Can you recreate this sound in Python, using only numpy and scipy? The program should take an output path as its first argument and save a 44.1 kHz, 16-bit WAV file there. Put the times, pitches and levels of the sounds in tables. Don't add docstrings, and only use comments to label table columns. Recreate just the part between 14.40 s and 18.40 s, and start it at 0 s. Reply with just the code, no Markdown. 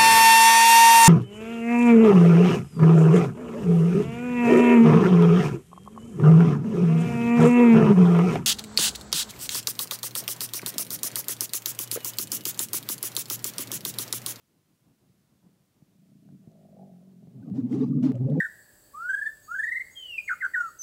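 import sys
import numpy as np
from scipy import signal
from scipy.fft import rfft, irfft, next_fast_len
from scipy.io import wavfile
from scipy.ndimage import uniform_filter1d, map_coordinates

SR = 44100
rng = np.random.default_rng(int(sys.argv[2]) if len(sys.argv) > 2 else 0)


def natural_amplitude(level_db):
    exponent = np.asarray(level_db, float) / 20
    return 10 ** exponent


def wav_out(sig):
    wavfile.write(sys.argv[1], SR, np.round(np.clip(np.atleast_2d(sig).T, -1, 1) * 32767).astype(np.int16))


N = 176400


def unit(x):
    return x / np.sqrt(np.mean(x ** 2) + 1e-20)


def curves(rows):
    s, *columns = np.transpose(rows)
    return [np.interp(np.arange(N) / SR, s, column) for column in columns]


def wobble(rate):
    knots = rng.standard_normal(int(N * rate / SR) + 4)
    return map_coordinates(knots, [np.arange(N) * rate / SR])


def filtered(x, response):
    m = next_fast_len(N + SR // 2)
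    return irfft(rfft(x, m) * response(np.fft.rfftfreq(m, 1 / SR)), m)[:N]


def noise(points, tilt_db=0):
    f, db = np.transpose(points)

    def colour(hz):
        level_db = np.interp(np.log(hz + 1), np.log(f + 1), db, -120, -120)
        return natural_amplitude(level_db + tilt_db * np.log2(hz / 3000 + 0.091))

    return unit(filtered(rng.standard_normal(N), colour))


def patchy(x, depth_db):
    z = signal.stft(x, nperseg=512)[2]
    field = uniform_filter1d(rng.standard_normal(z.shape), size=3, axis=0)
    field = uniform_filter1d(field, size=4, axis=1)
    return unit(signal.istft(z * natural_amplitude(depth_db * unit(field)), nperseg=512)[1][:N])


def resonate(x, peaks):
    def response(f):
        total = 0
        for k, (centre, width, db) in enumerate(peaks):
            peak = 1j * f * width / (centre ** 2 - f ** 2 + 1j * f * width)
            total = total + (-1) ** k * natural_amplitude(db / 2) * peak
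        return total ** 2

    return unit(filtered(x, response))


def bubbles(rows, cycles, soft, rise, gain_db):
    out = np.zeros(N + SR)
    for (s, db, hz), start in zip(rows, rng.random(len(rows))):
        u = np.arange(int(8 * cycles * SR / hz)) * hz / SR / cycles
        shape = (1 - np.exp(-u / soft)) * np.exp(-u)
        tone = np.sin(2 * np.pi * (cycles * (u + rise * u * u / 2) + start))
        out[round(s * SR):][:len(u)] += natural_amplitude(db + gain_db) * shape / shape.max() * tone
    return out[:N]


def gulps(rows, rise):
    out, shake = np.zeros(N + SR), wobble(60)
    for (s, length, db, hz), start in zip(rows, rng.random(len(rows))):
        u = np.linspace(-1, 1, int(1.15 * length * SR))
        at = int((s - .575 * length) * SR)
        near = np.minimum(at + np.arange(len(u)), N - 1)
        pitch_hz = hz * (1 + rise * u / 2 + 0.043 * shake[near])
        phase = 2 * np.pi * (start + np.cumsum(pitch_hz) / SR)
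        out[at:][:len(u)] += np.sqrt(2) * natural_amplitude(db) * np.cos(np.pi * u / 2) ** 1.23 * np.sin(phase)
    return out[:N]


# pitch_hz, level_db (per Hz)
HISS_COLOUR = [(530, -33.5), (1000, -3.5), (5000, -6), (15700, -9)]


def hiss():
    return natural_amplitude(-76.5) * noise(HISS_COLOUR)


# pitch_hz, level_db (per Hz)
WIND_COLOUR = [(25, -26), (140, 0), (310, -7.5), (430, -14.5), (1000, -22.5), (2000, -39)]
# middle_s, length_s, level_db, pitch_hz
BUFFETS = [
    (2.35, .5, -78, 45.4),
    (3.645, .05, -65, 34.5),
]


def wind():
    rumble = natural_amplitude(-71 + 1.5 * wobble(1.75) + 3.2 * wobble(20)) * noise(WIND_COLOUR)
    return rumble + natural_amplitude(4.5 * wobble(25)) * gulps(BUFFETS, rise=0.064)


# start_s, peak_db, pitch_hz
STEPS = [
    (.696, -50, 140),
    (1.091, -54, 310),
    (1.423, -43, 177),
    (2.074, -35.5, 190),
    (2.872, -41, 213),
]


def feet():
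    scuffs = [(s - .003, db - 12, 2.7 * hz) for s, db, hz in STEPS[:3]]
    thuds = bubbles(STEPS, cycles=0.73, soft=0.54, rise=-0.1, gain_db=0.5)
    return thuds + bubbles(scuffs, cycles=1.0, soft=0.45, rise=0.01, gain_db=-4.0)


# time_s, level_db, mouth_open_db
GROWL = [(0, -101, -26), (.58, -91, -26), (.7, -66.5, -38), (.9, -78.5, -23), (1.06, -63.5, -20.5),
         (1.3, -82, -11), (1.5, -66.5, -25), (1.64, -57, -18), (1.8, -58.5, -27), (1.91, -48, -27.5),
         (2.0, -55.5, -26.5), (2.13, -52, -11), (2.3, -51, -13), (2.42, -47, -9.5), (2.56, -52, -17.5),
         (2.64, -52, -13.5), (2.78, -51.5, -27.5), (2.87, -47.5, -25.5), (3.05, -55, -16.5)]
# time_s, roughness (0-1)
ROUGHNESS = [
    (1.4, .5),
    (1.6, .12),
    (1.82, .15),
    (1.9, .35),
    (2.1, .12),
    (2.76, .08),
    (2.86, .5),
]
# time_s, pulses
BEATS = [(0, 0), (1.552, 44), (1.662, 47), (1.722, 49), (1.83, 52), (1.905, 55), (2.041, 61), (2.116, 65),
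         (2.191, 69), (2.328, 76), (2.391, 79), (2.493, 84), (2.607, 89), (2.712, 94), (2.872, 101),
         (3.1, 112)]
# pitch_hz, width_hz, level_db
THROAT = [(125, 65.5, -14.5), (186.5, 31, 0.5), (250.7, 54, -15.5), (401.6, 90, -23.5)]
# pitch_hz, width_hz, level_db
MOUTH = [(514, 210, -6), (664.6, 80, 3.5), (776, 90, -14.5)]
# pitch_hz, width_hz, level_db
CHEST = [(140, 60, 0.5), (297, 72, -4)]
# pitch_hz, width_hz, level_db
GAPE = [(647, 83, -2), (810, 80, 0.5)]
# time_s, chest_db, gape_db
POSTURE = [
    (1.5, -7.5, -47),
    (1.8, 1, -40),
    (2.0, -1, -48),
    (2.1, -24, -42),
    (2.36, -23, -28),
    (2.4, -25, -8.5),
    (2.48, -22, -20),
    (2.57, -24, -17),
    (2.62, -26, -40),
    (2.9, -6.5, -32),
]


def growl():
    level_db, open_db = curves(GROWL)
    rough, = curves(ROUGHNESS)
    beats, = curves(BEATS)
    chest_db, gape_db = curves(POSTURE)
    turns = np.maximum.accumulate(beats + .25 + .2 * rough * wobble(30))
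    clicks = np.diff(np.floor(turns), prepend=0) * natural_amplitude(7.5 * rough * wobble(45))
    pulses = unit(clicks / np.sqrt(np.gradient(beats) * SR + 1))
    breath = unit(rng.standard_normal(N) * np.exp(-3 * (turns % 1)))
    source = np.sqrt(1 - rough) * pulses + np.sqrt(rough) * breath
    rasp = source + .7 * breath

    voice = resonate(source, THROAT)
    voice = voice + natural_amplitude(chest_db) * resonate(source, CHEST)
    voice = voice + natural_amplitude(gape_db) * resonate(rasp, GAPE)
    voice = voice + natural_amplitude(open_db + 0.5 + 1.5 * wobble(14)) * resonate(rasp, MOUTH)
    voicing = np.arange(N) < 3.1 * SR
    return voicing * natural_amplitude(level_db) * voice


# start_s, attack_s, length_s, level_db, brightness_db (per octave)
PUFFS = [
    (3.128, 0.027, 0.078, -66.5, 2.5),
    (3.276, 0.048, 0.072, -56, 2.5),
    (3.326, 0.036, 0.11, -57, 0),
    (3.403, 0.028, .085, -70.5, 3),
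    (3.619, 0.011, 0.042, -51, 1),
    (3.645, 0.02, 0.056, -52.5, -1.5),
]
# pitch_hz, level_db (per Hz)
PUFF_AIR = [(400, -23.5), (750, -5.5), (1150, -9), (1650, -17.5), (6100, -24.5), (15000, -47.5)]
# middle_s, level_db, pitch_hz
FIZZ = [
    (3.325, -65, 3300),
    (3.335, -71, 6340),
    (3.396, -61.5, 2740),
    (3.415, -60, 3512),
    (3.424, -66, 4570),
    (3.439, -63.5, 3950),
    (3.447, -67, 4840),
    (3.475, -73, 4960),
    (3.468, -64, 1235),
    (3.511, -67, 1200),
]
# start_s, peak_db, pitch_hz
SPIT = [(1.889, -63, 595), (1.889, -72, 1300), (2.041, -67, 555), (2.117, -67, 5060), (3.7165, -53, 1600),
        (3.746, -63, 2200), (3.754, -57, 2380), (3.756, -56.5, 6000), (3.774, -71, 2200),
        (3.774, -68, 6500), (3.781, -65.5, 1700), (3.9, -59, 3000), (3.9, -62, 7000), (3.921, -61.5, 1435),
        (3.9433, -65, 1500), (3.9518, -64.5, 1400), (3.488, -66.5, 5200)]


def droplets():
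    luck = rng.random((2500, 3))
    start_s = 3.1 + .65 * luck[:, 0]
    level_db = -9 * np.log(luck[:, 1]) / 2.3
    pitch_hz = 900 * 8 ** luck[:, 2]
    drops = bubbles(np.c_[start_s, level_db, pitch_hz], cycles=5.5, soft=0.26, rise=0.011, gain_db=0)
    return unit(drops) * np.sqrt(.65 * SR / N)


def lips():
    t, out, drops = np.arange(N) / SR, 0, droplets()
    for s, attack, length, db, tilt_db in PUFFS:
        opening = np.clip((t - s) / attack, 0, 1) ** 2
        release = np.exp(-np.clip(t - s - length, 0, None) / 0.013)
        sputter = natural_amplitude(db + 0.54 * wobble(180) + 1.2 * wobble(40))
        wet_air = patchy(noise(PUFF_AIR, tilt_db), depth_db=3) + natural_amplitude(-11.5) * drops
        out = out + sputter * opening * release * wet_air
    fizz = natural_amplitude(-1.5) * gulps([(s, .016, db, hz) for s, db, hz in FIZZ], rise=0.023)
    return out + fizz + bubbles(SPIT, cycles=1.3, soft=.3, rise=.15, gain_db=7.5)


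# middle_s, length_s, level_db, pitch_hz
CHEEK = [(3.11, 0.048, -51.5, 414), (3.19, 0.048, -49.5, 443), (3.318, 0.027, -43, 435),
         (3.36, 0.049, -33, 405), (3.423, 0.057, -31.5, 423.6), (3.71, 0.046, -37.5, 435),
         (3.76, 0.044, -45.5, 546), (3.895, 0.069, -35.5, 535), (3.905, 0.049, -37.5, 451),
         (3.975, 0.048, -36, 437), (3.983, .04, -36, 519.8)]
# middle_s, length_s, level_db, pitch_hz
RATTLES = [(3.02, 0.034, -66.5, 836), (3.035, 0.023, -68.5, 1645), (3.07, .05, -72, 1216),
           (3.09, 0.042, -61, 700), (3.17, 0.065, -53, 684), (3.2, .06, -70.5, 1217),
           (3.35, 0.076, -51.5, 764), (3.35, 0.037, -61, 1153), (3.43, 0.065, -56.5, 900),
           (3.43, 0.061, -56, 1190), (3.53, .03, -64, 1170), (3.58, .06, -68.5, 1180),
           (3.64, .04, -48, 628.4), (3.65, 0.051, -54, 950), (3.665, 0.048, -58, 1230),
           (3.75, 0.048, -51, 626), (3.835, 0.028, -60, 700), (3.95, .06, -51, 822),
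           (3.94, 0.057, -53, 620)]


def mouth_bubbles():
    cheek = gulps(CHEEK, rise=0.04) * unit(2.5 + wobble(150))
    return cheek + gulps(RATTLES, rise=0.04) * unit(.6 + wobble(150))


# time_s, effort_db, wetness_db
CHURN = [
    (2.88, -90, -84),
    (3.0, -51, -67.5),
    (3.161, -33, -60),
    (3.25, -32, -57),
    (3.42, -32, -51),
    (3.53, -30, -63),
    (3.68, -31, -49.5),
    (3.788, -44, -58.5),
    (3.95, -31, -51),
]
# pitch_hz, level_db
FROTH = [(100, -25), (180, 2.5), (290, -0.5), (350, -17), (520, -31.5)]
# pitch_hz, level_db (per Hz)
SLOBBER = [(380, -10.5), (520, -4.5), (800, -13.5), (1020, -23), (1200, -24), (1450, -32.5), (2500, -37),
           (7500, -49)]
# time_s, pitch_hz
SAC_NOTE = [
    (3.08, 239),
    (3.118, 235),
    (3.184, 259),
    (3.234, 246),
    (3.4, 263),
    (3.57, 245),
    (3.656, 262),
    (3.74, 251),
]


def froth():
    effort_db, wet_db = curves([(2.8, -100, -100)] + CHURN)
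    note_hz, = curves(SAC_NOTE)
    ring = unit((1.8 + wobble(40)) * np.sin(2 * np.pi * np.cumsum(note_hz) / SR))
    ring = ring * (np.arange(N) < 3.72 * SR)
    foam = natural_amplitude(1 + 1.1 * wobble(45)) * noise(FROTH)
    slobber = natural_amplitude(wet_db) * patchy(noise(SLOBBER), depth_db=5.0)
    return natural_amplitude(effort_db - 1.5) * (foam + natural_amplitude(-2) * ring) + slobber


# middle_s, level_db, pitch_hz
SAC = [(2.993, -42, 218), (3.031, -44.5, 262), (3.085, -39.5, 238), (3.126, -26.5, 202),
       (3.164, -26.5, 246), (3.193, -21, 259.2), (3.25, -24.5, 237), (3.287, -30.5, 246), (3.314, -25, 245),
       (3.339, -23.5, 285), (3.37, -30, 277), (3.39, -21.5, 272), (3.413, -21, 272), (3.436, -21.5, 273),
       (3.469, -25, 269.4), (3.52, -25, 251), (3.539, -22, 237.4), (3.584, -25, 252.8), (3.607, -22.5, 258),
       (3.638, -17.5, 261), (3.663, -18.5, 270), (3.699, -22, 254.7), (3.899, -26, 212.7),
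       (3.952, -28, 261)]


def sac_bubbles():
    return gulps([(s, 7.54 / hz, db, hz) for s, db, hz in SAC], rise=0.12)


# middle_s, length_s, level_db, pitch_hz
FLAP = [(2.966, 0.067, -40.5, 137.4), (3.01, 0.044, -43.5, 110.9), (3.046, 0.049, -43, 166.7),
        (3.09, .05, -35.5, 150.6), (3.131, .06, -36.5, 111.1), (3.175, .05, -33.5, 137.2),
        (3.24, 0.086, -31.5, 116.5), (3.3, .05, -35.5, 134.2), (3.349, .06, -30, 125),
        (3.397, .05, -28, 138.4), (3.449, .06, -29, 131.7), (3.51, .06, -26, 139.8),
        (3.568, 0.061, -22.5, 139.4), (3.64, 0.08, -29, 136.4), (3.694, 0.065, -28, 133),
        (3.757, .055, -26, 122), (3.815, 0.07, -21.5, 126.1), (3.856, 0.047, -19, 132.1),
        (3.929, 0.064, -20, 139), (3.988, .05, -22, 165.7)]
# multiple, level_db
FLAP_OVERTONES = [(2, -14), (3, -23.5), (4, -38.5)]


def flap():
    t = np.arange(N) / SR
    s, length, db, hz = np.transpose(FLAP)[:, :, None]
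    swell = np.cos(np.pi / 2 * np.clip((t - s) / (0.59 * length), -1, 1)) ** 2
    size = np.sqrt(2 * np.sum((natural_amplitude(db) * swell ** 0.68) ** 2, axis=0))
    pitch_hz = np.interp(t, s[:, 0], hz[:, 0]) * (1 + 0.04 * wobble(60))
    phase = 2 * np.pi * np.cumsum(pitch_hz) / SR
    tone = np.sin(phase)
    for multiple, level_db in FLAP_OVERTONES:
        tone = tone + natural_amplitude(level_db + 3.5 * wobble(60)) * np.cos(multiple * phase)
    return size * tone


def palate():
    return flap() + sac_bubbles() + mouth_bubbles() + froth()


def scene():
    camel = feet() + growl() + lips() + palate()
    low_cut_hz = 62
    near = filtered(camel, lambda f: (1j * f / (low_cut_hz + 1j * f)) ** 3)
    return (near + wind() + hiss())[None]


def low_pass(x):
    return signal.sosfilt(signal.butter(12, 16130, fs=SR, output="sos"), x)


def record(dry):
    return low_pass(dry)


dry = scene()
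out = record(dry)
wav_out(out)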